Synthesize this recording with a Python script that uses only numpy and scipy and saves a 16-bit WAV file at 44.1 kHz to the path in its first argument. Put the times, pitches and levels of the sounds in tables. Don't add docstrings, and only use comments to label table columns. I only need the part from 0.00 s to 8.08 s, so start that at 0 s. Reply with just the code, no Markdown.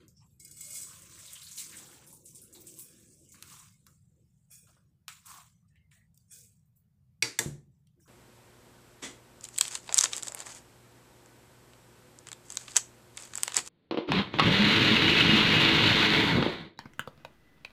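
import sys
import numpy as np
from scipy import signal
from scipy.fft import rfft, irfft, next_fast_len
from scipy.io import wavfile
from scipy.ndimage import uniform_filter1d, map_coordinates

SR = 44100
rng = np.random.default_rng(int(sys.argv[2]) if len(sys.argv) > 2 else 0)


def invert_db(x):
    u = np.asarray(x, float) / 20
    return 10 ** u


def master_out(mix):
    frames = np.transpose(np.atleast_2d(mix))
    ceiling = np.clip(frames, -1, 1)
    pcm = np.round(ceiling * 32767).astype(np.int16)
    wavfile.write(sys.argv[1], SR, pcm)


N = 356187

# freq_hz, density_db_per_hz
GRIT = [(350, -35), (600, -32.5), (860, -32), (1020, -16), (1980, -17), (2150, -12.5), (2400, -12.5),
        (4340, -9.5), (5710, -2), (7940, 4.5), (11200, -4), (14900, -0.5), (16000, 1.5)]
ZONE_EDGES_HZ = (1900, 4500, 10000)
# time_s, fizz_db, depth_0_1
STIR = [(.36, -110, 1), (.62, -67, 0.88), (.93, -60, 0.91), (1.05, -65, 1), (1.3, -55, 0.72),
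        (1.42, -60.5, 0.82), (1.55, -59, 0.67), (1.74, -58.5, 0.95), (2.03, -67.5, 1.02),
        (2.23, -73.5, 0.2), (2.52, -68, 0.6), (2.95, -63.5, 0.51), (3.22, -65, 0), (3.8, -80, 0.3),
        (4.45, -78.5, 0.37), (5.2, -105, 0.4)]
# peak_s, fizz_db, rise_s_per_20db, t60_s, depth_0_1
DIGS = [
    (0.0, -75, .05, 0.33, 1.24),
    (1.345, -62, 0.86, 0.1, 0.4),
    (1.599, -40, 0.05, 0.23, 0.2),
    (1.79, -55.5, 1.09, 0.95, 0.2),
    (3.542, -55, 0.18, 0.56, 0.69),
    (3.86, -74, 0.04, 0.1, 0.5),
    (5.31, -55, .07, 0.5, 0.8),
]
# peak_s, fizz_db, t60_s, depth_0_1
STABS = [
    (2.549, -61.5, 0.48, 0.74),
    (3.345, -63, 0.35, 1),
    (3.868, -68, 0.45, 0.45),
    (4.672, -69.5, 0.52, 0.85),
    (5.084, -56.5, 0.46, 0.8),
    (5.914, -65.5, 0.34, 0.67),
    (8.062, -72.5, .3, 0.4),
]
# bowl_db, crunch_db, fizz_db, air_db
DIG_SHALLOW_DB = (-31.5, -16, 0, -5)
DIG_DEEPER_DB = (28.5, 14, -0.5, 5)
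# peak_s, fizz_db, t60_s, fineness_db
SPILLS = [(.17, -72.5, 1, -36), (2.074, -57, 0.52, -2), (2.262, -59, 0.5, -6), (2.284, -56.5, 0.29, -5),
          (2.358, -57, 0.44, -16), (2.61, -58.5, 0.16, 6), (2.673, -55, 0.55, -3), (2.77, -55, .2, -2),
          (2.8, -53, 0.24, 6.5), (3.325, -58, 0.1, 0), (4.524, -56, 0.37, -1.5), (5.262, -55, 0.36, -1.5),
          (5.686, -72.5, 0.17, -16), (6.15, -71.5, 0.63, -3.5), (6.325, -52.5, 0.52, -4.5),
          (6.661, -93, 0.29, 17.5), (6.763, -77.5, 0.22, 12), (7.72, -79, 0.43, -17.5),
          (8.002, -71.5, 0.46, 0.5)]
SPILL_DB = (-35, -16, -2, 2.5)
SPILL_FINER_DB_PER_DB = (0.97, -.2, -0.00084, 1)

# start_s, peak_db, centre_hz, slide_rel_db
TICKS = [(.061, -62, 11200, -20), (0.0807, -44, 7200, -22), (.0807, -50, 5200, -20),
         (.0807, -48, 13600, -22), (1.0193, -44, 8300, -10), (1.1884, -39, 7600, -13),
         (1.2627, -41, 7750, -13), (1.326, -42, 8400, -10), (1.3328, -31, 7950, -17),
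         (1.431, -42, 9600, -10), (1.5715, -35, 6900, -12), (1.592, -36, 7670, -16),
         (1.416, -42, 4140, -9.5), (1.512, -42, 6950, -5), (1.7679, -37, 7800, -10),
         (2.0657, -42, 10500, -20), (2.0719, -42, 9200, -15), (2.1269, -37, 9000, -17),
         (2.1486, -39, 9300, -24), (2.2441, -50, 11000, -20), (2.2531, -43, 9700, -14),
         (2.2573, -45, 7500, -8), (2.3482, -38, 8400, -20), (2.3561, -37, 8140, -15),
         (2.4164, -37, 10000, -17), (2.4384, -37, 9700, -22), (2.5267, -42, 7600, -11.5),
         (2.5384, -42, 12400, -18), (2.6683, -33, 8100, -15), (2.7394, -41, 7700, -18),
         (2.7881, -27.5, 9850, -26), (2.7933, -33, 10900, -21), (2.7945, -34, 8500, -22),
         (2.7965, -36, 9500, -22), (3.2881, -49, 7640, -10.5), (3.3189, -47, 6900, -8),
         (4.5131, -44, 9840, -15), (5.2598, -41, 8000, -16), (6.3122, -42, 7760, -12)]
# start_s, peak_db, centre_hz, slide_rel_db
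CLICKS = [
    (3.4241, -26, 5150, -23),
    (3.866, -39, 4200, -20),
    (5.0803, -30, 3300, -13),
    (5.088, -39, 3800, -12),
    (6.1434, -58, 8580, -8),
    (6.1752, -43, 5400, -22.5),
    (6.657, -60, 13000, -18),
    (7.8706, -51, 5000, -20),
]
# start_s, peak_db, centre_hz, slide_rel_db
TAPS = [(.005, -58, 3300, -14), (3.4243, -40, 2700, -22), (4.668, -66, 1350, -8), (4.766, -68, 550, -14),
        (1.276, -45.5, 3800, -8), (1.3533, -44, 3100, -8), (1.466, -45, 4100, -5.5), (1.575, -43, 4130, -3),
        (1.727, -47, 2150, -10), (1.727, -50, 1620, -10), (2.548, -57.5, 3920, 0), (3.4243, -41, 1370, -21),
        (3.8655, -53, 1270, -12), (4.766, -61, 1250, -9), (5.0805, -32.5, 1320, -20),
        (5.0812, -33, 2390, -18.5), (7.87, -62, 3280, -12.5), (7.999, -62.5, 1600, -19),
        (8.016, -66, 2680, -15), (5.7568, -54, 2000, -19), (5.7568, -57, 3000, -17),
        (5.915, -49.5, 1880, -16)]

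# start_s, peak_db, crack_t60_s
KNOCKS = [
    (7.224, -8.5, 0.014),
    (7.389, -9, 0.016),
]
# freq_hz, density_db_per_hz
CRACK = [
    [(290, -49.5), (500, -25), (1400, -17.5), (2000, 0), (2600, -1), (3100, -14.5), (4550, -6),
     (5180, -10.5), (5640, -9), (7740, -6), (15400, -33.5)],
    [(290, -49), (800, -18), (1400, -12), (1850, -1), (2960, -14), (3520, -5.5), (5180, -15), (7630, -0.5),
     (9320, -11), (13500, -10), (15400, -22)],
]
# freq_hz, level_db, t60_s
SPOON_MODES = [
    [(1750, -9, .03), (2210, 0, .045), (2460, -1, .04), (2720, -5, .03), (3520, -5, .035), (4600, -6, .03),
     (5730, -4, .04), (7800, -4, .03), (11500, -9, .02)],
    [(900, -16, .04), (1690, -1, .035), (1860, -3, .035), (3570, -5, .035), (4500, -9, .03),
     (5700, -5, .03), (6400, -6, .03), (7450, 1, .03), (7950, -1, .025)],
]
# freq_hz, level_db, t60_s
RIM_MODES = [
    [(2019, -7, 0.17), (2229, -12, 0.2), (2457, -13, 0.12), (2880, -18, 0.2), (3488, -12, 0.14),
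     (3962, -19, 0.25), (4118, -12, 0.14), (4651, -1, 0.2), (4613, -13, 0.25), (7424, -18, 0.27),
     (5700, -8, 0.19), (6998, -14, 0.16), (7930, -18, 0.2), (8070, -22, 0.26)],
    [(1852, -13, 0.23), (2024, -8, 0.12), (2880, -23, 0.25), (3590, -21, 0.27), (4102, -20, 0.22),
     (4646, -11, 0.12), (5696, -11, 0.14), (5730, -20, .36), (6400, -16, 0.25), (6998, -19, 0.3),
     (7700, -21, .36), (8995, -12, 0.096), (7381, 0, 0.071), (8037, -9, 0.087)],
]
# freq_hz, density_db_per_hz
WALL_ECHO = [
    [(120, -40), (200, -23), (293, -6), (461, -15), (782, -20), (2280, -8), (3110, -17), (4640, -9.5),
     (8150, -14), (15400, -35.5)],
    [(120, -24.5), (200, -5), (327, -4), (1400, -11.5), (1840, -8), (2740, -18), (3600, -13.5), (4990, -15),
     (7440, -5.5), (15400, -24)],
]
# freq_hz, level_db, t60_s
FLOOR_MODES = [(119, 0, .14), (235, -10, .12), (294, -11, 0.24), (349, -4, .14), (460, -12, 0.25),
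               (620, -12, .12), (880, -6, 0.14), (1000, -9, .12)]

# start_s, length_s, pitch_hz,
# width_hz, level_db
DRAGS = [(0.14, 0.12, 5400, 705, -66), (.17, .22, 7700, 500, -76), (0.196, 0.094, 950, 280, -69.5),
         (.42, .17, 1500, 500, -77), (2.75, .13, 1050, 250, -73), (.2, .07, 2500, 1500, -76),
         (.21, .22, 11500, 4000, -74), (1.1, .48, 600, 150, -75), (2.4, .12, 1400, 250, -78),
         (0.574, 0.44, 588, 105, -71), (2.047, 0.24, 910, 250, -72.5), (2.303, 0.16, 940, 200, -79.5),
         (2.535, 0.13, 790, 250, -71.5), (2.48, 0.44, 343, 82.5, -60.5), (2.854, 0.34, 1690, 134, -78.5),
         (3.24, .1, 2900, 300, -76), (3.27, .08, 2150, 150, -76), (3.335, .1, 1120, 250, -70),
         (3.447, 0.31, 1080, 420, -63), (3.7, .09, 2150, 120, -76), (4.49, .04, 620, 150, -78),
         (4.66, 0.1, 1330, 250, -73), (4.62, .05, 480, 120, -75), (4.67, 0.07, 600, 300, -74),
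         (5.24, 0.27, 1080, 380, -55), (5.3, .2, 760, 200, -68), (5.52, .16, 6100, 500, -82),
         (6.17, .09, 4400, 900, -79), (5.618, 0.07, 1210, 145, -78.5), (5.675, 0.22, 1800, 160, -81),
         (5.7, .17, 2800, 350, -81), (5.76, .17, 2100, 120, -80), (5.94, .09, 650, 150, -80),
         (5.906, 0.2, 1900, 403, -72), (6.292, 0.27, 460, 92, -77.5), (6.293, 0.15, 1570, 200, -75),
         (1.68, 0.51, 800, 252, -68.5), (7.953, 0.12, 320, 88, -70.5), (8.011, 0.06, 5630, 497, -72),
         (8.053, 0.046, 1190, 350, -67.5), (8.061, 0.064, 396, 120, -68)]

# time_s, level_db
ON_BARE = [
    (0.39, -94.5),
    (0.396, -57),
    (0.51, -60.5),
    (0.73, -42.5),
    (0.764, -39),
    (1.0, -59),
]
# time_s, level_db
ON_LOADED = [
    [(2.78, -64), (2.79, -57), (2.87, -57), (3.194, -79), (3.3, -79)],
    [(4.5, -59.5), (4.516, -50), (4.818, -82.5), (4.9, -76)],
    [(6.28, -66.5), (6.316, -52.5), (6.552, -81), (6.62, -104)],
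]
# start_s, peak_db, t60_s
DROPS = [(0.3982, -36.5, 0.07), (0.4482, -34, 0.044), (0.4776, -41, 0.05), (0.5117, -36, 0.084),
         (0.56, -43, 0.072), (0.5692, -39, 0.13), (0.6072, -32.5, 0.21), (0.6417, -43, 0.059),
         (0.705, -38, 0.06), (0.7554, -32, 0.07), (.814, -35, .08), (0.8305, -35, 0.04)]
# centre_hz, width_hz, level_db
PAN = [(2170, 24, -9), (3420, 28, -10), (3970, 38, -14), (4350, 70, -12), (5000, 70, -5), (5880, 60, -8),
       (6690, 57, -3), (7100, 120, -4), (7720, 60, 3), (7930, 50, 3), (8300, 100, -3), (8800, 80, 2),
       (9890, 100, -10), (11400, 120, -9)]
# centre_hz, width_hz, level_db
PAN_WALL = [(2460, 35, -15), (2880, 35, -17), (4650, 40, -13), (5370, 55, -12), (5600, 60, -11),
            (6010, 25, -8), (6390, 40, -8), (6980, 30, -3), (9270, 44, -8), (9420, 36, -8), (9670, 30, -9),
            (10500, 80, -10), (12300, 90, -13)]
# centre_hz, width_hz, level_db
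LOADED = [(1490, 680, -15), (2464, 170, -3), (3410, 53, -1.5), (5530, 290, -1.5), (6750, 100, 3.5),
          (6900, 17, -8), (7600, 41, 2), (8100, 66, 8.5), (9100, 520, 0), (9640, 53, -3), (11100, 27, 1),
          (11300, 120, -3)]
# start_s, pitch_hz, level_db, t60_s
NOTES = [
    (.306, 2460, -80, .3),
    (.402, 2170, -64, .5),
    (.445, 2176, -69, .3),
    (.57, 3420, -69, .5),
    (.612, 2170, -62, .2),
    (.612, 5000, -61, .25),
    (.755, 2170, -58, .25),
    (.775, 3420, -66, .4),
    (.78, 4340, -64, .4),
    (.92, 3420, -68, .3),
]

# start_s, level_db
THUD = (7.4605, -30)
# freq_hz, level_db, t60_s
HOB_MODES = [(147.4, 0, 0.25), (180, -7, 0.15), (222, -5, 0.09), (290, -6, .06), (337, -9, 0.27)]

# freq_hz, t60_s
KITCHEN_T60 = [(150, 0.52), (1000, 0.33), (4000, 0.34), (14000, 0.28)]
# freq_hz, density_db_per_hz
RUMBLE = [(12, -48), (20, -2), (37, -14), (56, -7), (80, -2.5), (151, -2.5), (201, -10.5), (234, -22),
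          (320, -59), (420, -50), (700, -120)]
# freq_hz, density_db_per_hz
HUM = [(110, -40), (165, -4), (220, -2.5), (280, -7), (328, -1), (438, -12), (503, -6.5), (750, -30.5),
       (980, -44), (1650, -120)]
# peak_s, level_db, rise_s_per_20db, t60_s
HUM_SWELLS = [(0.0, -55.5, .05, 0.27), (.66, -72, 0.65, 1.2), (1.2, -63, 1, 0.49), (1.8, -57.5, 0.3, 2.9),
              (2.7, -59.5, 0.6, 1.8), (3.2, -64, 0.84, 1.05), (3.52, -66, 0.5, .35), (3.9, -70, 0.15, 0.27),
              (4.2, -71, 0.14, 0.38), (4.85, -75, .25, .7), (5.33, -71, 0.1, 0.3), (5.77, -74.5, .05, .15),
              (6.36, -82, 0.2, 0.57)]
# freq_hz, level_db
SUPPRESS = [(250, -130), (450, -100), (1500, -100), (5000, -99), (15000, -100)]
# freq_hz, density_db_per_hz
HISS = [(150, -25.5), (300, 8), (1000, -1.5), (3000, -7.5), (8000, -9), (15000, -7)]


def sugar():
    stab_rise_s, spill_rise_s = 0.005, 0.01
    stir_db, stir_depth = curves(STIR)
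    bites = DIGS + [(s, db, stab_rise_s, t60_s, depth) for s, db, t60_s, depth in STABS]
    bite_depth = np.array(bites)[:, 4]
    bite_power = swells(bites)
    spill_power = swells([(s, db, spill_rise_s, t60_s) for s, db, t60_s, _ in SPILLS])
    fineness_db = np.array(SPILLS)[:, -1]

    rub = patchy(patter(spread_db=3.5, clump_db=0.6), patchy_db=1.5, tall=8, long=9)
    rub = unit(patchy(rub, patchy_db=2, tall=30, long=2))

    def below(edge, hz):
        return 1 / (1 + (hz / ZONE_EDGES_HZ[edge]) ** 10)

    zones = [lambda hz: below(0, hz),
             lambda hz: below(1, hz) - below(0, hz),
             lambda hz: below(2, hz) - below(1, hz),
             lambda hz: 1 - below(2, hz)]
    settings = zip(zones, DIG_SHALLOW_DB, DIG_DEEPER_DB, SPILL_DB, SPILL_FINER_DB_PER_DB)
    out = 0
    for zone, shallow_db, deeper_db, spill_db, finer in settings:
        strokes = invert_db(2 * (shallow_db + deeper_db * bite_depth)) @ bite_power
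        strokes = strokes + invert_db(2 * (spill_db + finer * fineness_db)) @ spill_power
        stirring = invert_db(stir_db + shallow_db + deeper_db * stir_depth)
        gain = np.hypot(smooth(strokes), stirring)
        out = out + gain * unit(filtered(rub, lambda hz: invert_db(along(GRIT, hz)) * zone(hz)))
    return out


def ticks():
    snap_delay_s, crack_t60_s = 0.001, 0.002
    out, t = np.zeros(N + SR), np.arange(SR // 4) / SR
    # table, width over centre, slide_t60_s
    kinds = (TICKS, 0.16, 0.19), (CLICKS, 0.69, 0.016), (TAPS, 0.16, 0.2)
    for rows, wide, slide_t60_s in kinds:
        for s, db, hz, slide_db in rows:
            width_hz = wide * hz
            crack = invert_db(-60 * t / crack_t60_s) * rng.standard_normal(len(t))
            crack = filtered(crack, resonance(hz, 2 * width_hz))
            slide = invert_db(-60 * t / slide_t60_s) * rng.standard_normal(len(t))
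            slide = filtered(slide, resonance(hz, width_hz))
            contact = crack / np.abs(crack).max() + invert_db(slide_db) * slide / np.std(slide[:400])
            out[round((s + snap_delay_s) * SR):][:len(t)] += invert_db(db) * contact
    return out[:N]


def knocks():
    hold_s, bloom_s = 0.003, 0.014
    out, t = np.zeros(N + SR), np.arange(SR // 2) / SR
    for (s, db, t60_s), rim, plastic, colour, echo in zip(KNOCKS, RIM_MODES, SPOON_MODES, CRACK, WALL_ECHO):
        blow = invert_db(-60 * np.maximum(t - hold_s, 0) / t60_s) * rng.standard_normal(len(t))
        crack = filtered(blow, lambda hz: invert_db(along(colour, hz)))
        walls = filtered(kitchen(t == 0), lambda hz: invert_db(along(echo, hz)))
        bloom = (1 - np.exp(-t / bloom_s)) * ring(FLOOR_MODES, t, shorten=0.98, scatter_db=1.5)
        voice = invert_db(-6) * crack / np.abs(crack).max()
        voice = voice + invert_db(-12.5) * ring(plastic, t, shorten=0.93, scatter_db=-0.5)
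        voice = voice + invert_db(-19) * ring(rim, t, shorten=0.96, scatter_db=-0.5)
        voice = voice + invert_db(-27.5) * walls / np.std(walls[300:1500]) + invert_db(-23.5) * bloom
        out[round(s * SR):][:len(t)] += invert_db(db) * voice
    return out[:N]


def pan(spans, drops, peaks, flow_db, dull_db):
    landing_t60_s = 0.006
    s = np.arange(round((spans[-1][-1][0] + 0.5) * SR)) / SR
    flow = 0
    for rows in spans:
        active = (s >= rows[0][0]) * (s < rows[-1][0])
        flow = flow + invert_db(curves(rows)[0][:len(s)] + flow_db) * active
    for at, db, t60_s in drops:
        age = np.abs(s - at)
        tail = invert_db(db - 13 - 60 * age / t60_s)
        landing = invert_db(db - 5 - 60 * age / landing_t60_s)
        flow = flow + (tail + landing) * (s >= at)

    def metal(f):
        response = invert_db(dull_db + along(GRIT, f))
        for k, (hz, width, db) in enumerate(peaks):
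            mode = 1j * f * width * 0.95 / (hz * hz - f * f + 1j * f * width * 0.55)
            response = response + (-1) ** k * invert_db(db) * mode
        return response

    rain = patter(spread_db=4.5, clump_db=1.0)
    out = np.pad(filtered(flow * rain[:len(s)], metal), (0, N - len(s)))
    return out / np.sqrt(np.mean(np.abs(metal(np.arange(1., SR // 2))) ** 2))


def first_ring():
    out, t = np.zeros(N + SR), np.arange(SR // 2) / SR
    for s, hz, db, t60_s in NOTES:
        out[round(s * SR):][:len(t)] += ring([(hz, db, t60_s)], t, shorten=1, scatter_db=0)
    return out[:N]


def drags():
    out = np.zeros(N + SR)
    for s, length_s, hz, width_hz, db in DRAGS:
        u = np.arange(SR // 2) / SR / length_s
        u = u[u < 1]
        slips = unit(uniform_filter1d(rng.standard_normal(SR // 2), size=500))
        noise = rng.standard_normal(SR // 2) * invert_db(2.5 * slips)
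        tone = unit(filtered(noise[:len(u)], lambda f: resonance(hz, width_hz)(f) ** 2))
        out[round(s * SR):][:len(u)] += invert_db(db) * tone * np.sin(np.pi * u ** 0.65) ** 2
    return out[:N]


def thud():
    out, t = np.zeros(N + SR), np.arange(SR // 2) / SR
    s, db = THUD
    push = (1 - t / 0.0058) * np.exp(-t / 0.0016) * (1 - np.exp(-t / 0.00068))
    boom = ring(HOB_MODES, t, shorten=0.94, scatter_db=-1.0)
    out[round(s * SR):][:len(t)] = invert_db(db + 6) * push + invert_db(db - 1.5) * boom
    return out[:N]


def kitchen(x):
    delay_samples = 180
    hz, t, z = signal.stft(rng.standard_normal(SR // 2), SR, nperseg=256)
    tail = signal.istft(z * invert_db(-60 * t / along(KITCHEN_T60, hz)[:, None]), SR, nperseg=256)[1]
    late = np.pad(1. * x, (delay_samples, 0))
    return signal.fftconvolve(late, tail / np.linalg.norm(tail))[:len(x)]


def background():
    level_db, fade_db_per_s, wander_db = -62, -0.45, 0.8
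    s = np.arange(N) / SR
    wander = map_coordinates(rng.standard_normal(N // SR * 2 + 6), [2 * s])
    rumble = invert_db(level_db + fade_db_per_s * s + wander_db * wander) * rush(RUMBLE, patchy_db=0.5)
    hum = invert_db(-4.5) * smooth(swells(HUM_SWELLS).sum(axis=0)) * rush(HUM, patchy_db=3.0)
    return rumble + hum


def patter(spread_db, clump_db):
    sizes = invert_db(spread_db * np.minimum(rng.exponential(size=N), 4))
    clumps = invert_db(clump_db * unit(uniform_filter1d(rng.standard_normal(N), size=400)))
    return unit(sizes * clumps * rng.standard_normal(N))


def ring(modes, t, shorten, scatter_db):
    out = 0
    for hz, db, t60_s in modes:
        level_db = db + scatter_db * rng.standard_normal()
        out = out + invert_db(level_db - 60 * t / (shorten * t60_s)) * np.sin(2 * np.pi * hz * t)
    return (1 - np.exp(-t / 0.00063)) * out


def resonance(hz, width):
    def response(f):
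        band = 1j * f * width / (hz * hz - f * f + 1j * f * width)
        return band * (1j * f / (0.5 * hz + 1j * f)) ** 2
    return response


def swells(rows):
    onset_curve, fade_curve = 1.9, 1.25
    at, db, rise_s, t60_s = np.array([row[:4] for row in rows]).T[..., None]
    late_s = np.arange(0, N + 64, 64) / SR - at
    climb_db = 20 * np.abs(late_s / rise_s) ** onset_curve
    fall_db = 60 * np.abs(late_s / t60_s) ** fade_curve
    return invert_db(2 * (db - np.where(late_s < 0, climb_db, fall_db)))


def smooth(power):
    return np.interp(np.arange(N), 64 * np.arange(len(power)), np.sqrt(power))


def rush(spectrum, patchy_db):
    noise = patchy(rng.standard_normal(N), patchy_db, tall=2, long=10)
    return unit(filtered(noise, lambda hz: invert_db(along(spectrum, hz))))


def patchy(x, patchy_db, tall, long):
    z = signal.stft(x, nperseg=512)[2]
    field = uniform_filter1d(rng.standard_normal(z.shape), size=tall, axis=0)
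    field = uniform_filter1d(field, size=long, axis=1)
    return signal.istft(z * invert_db(patchy_db * unit(field)), nperseg=512)[1][:N]


def unit(x):
    return x / np.sqrt(np.mean(x ** 2) + 1e-20)


def along(points, hz):
    f, v = np.transpose(points)
    return np.interp(np.log(hz + 1), np.log(f + 1), v)


def curves(rows):
    s, *cols = np.transpose(rows)
    return [np.interp(np.arange(N) / SR, s, c) for c in cols]


def filtered(x, response):
    m = next_fast_len(len(x) + 8192)
    return irfft(rfft(x, m) * response(np.fft.rfftfreq(m, 1 / SR)), m)[:len(x)]


def scene():
    small, low = ticks(), thud()
    falling = pan([ON_BARE], DROPS, sorted(PAN + PAN_WALL), flow_db=-1.5, dull_db=-15)
    falling = falling + pan(ON_LOADED, [], LOADED, flow_db=-5.0, dull_db=-33) + first_ring()
    close = sugar() + drags() + falling + small + knocks() + low
    room = invert_db(-15) * kitchen(small) + invert_db(-6.5) * kitchen(low)
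    return (close + room + background())[None]


def suppressed(x, unsure_db):
    memory, floor_db = 0.88, -19
    hz, _, z = signal.stft(x, SR, nperseg=512, noverlap=384)
    waver = uniform_filter1d(rng.standard_normal(z.shape), size=2, axis=0)
    waver = uniform_filter1d(waver, size=24, axis=1)
    noise = invert_db(2 * (along(SUPPRESS, hz)[:, None] + unsure_db * unit(waver)))
    recent = signal.lfilter([1 - memory], [1, -memory], np.abs(z) ** 2, axis=1) + 1e-20
    gain = np.clip(1 - noise / recent, invert_db(floor_db), 1)
    return signal.istft(z * gain, SR, nperseg=512, noverlap=384)[1][:N]


def top_cut(x):
    return signal.sosfilt(signal.butter(12, 16630, fs=SR, output="sos"), x)


def record(dry):
    hiss_db, bass_cut_hz, top_hz = -87.5, 55, 15480
    x = suppressed(dry[0], unsure_db=8)
    x = x + invert_db(hiss_db) * rush(HISS, patchy_db=-2.5)

    def microphone(hz):
        bass = (1j * hz / (bass_cut_hz + 1j * hz)) ** 2
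        return invert_db(-30 * np.clip((hz - top_hz) / 150, 0, 1)) * bass

    mix = filtered(x, microphone)[None]
    return top_cut(mix)


dry = scene()
out = record(dry)
master_out(out)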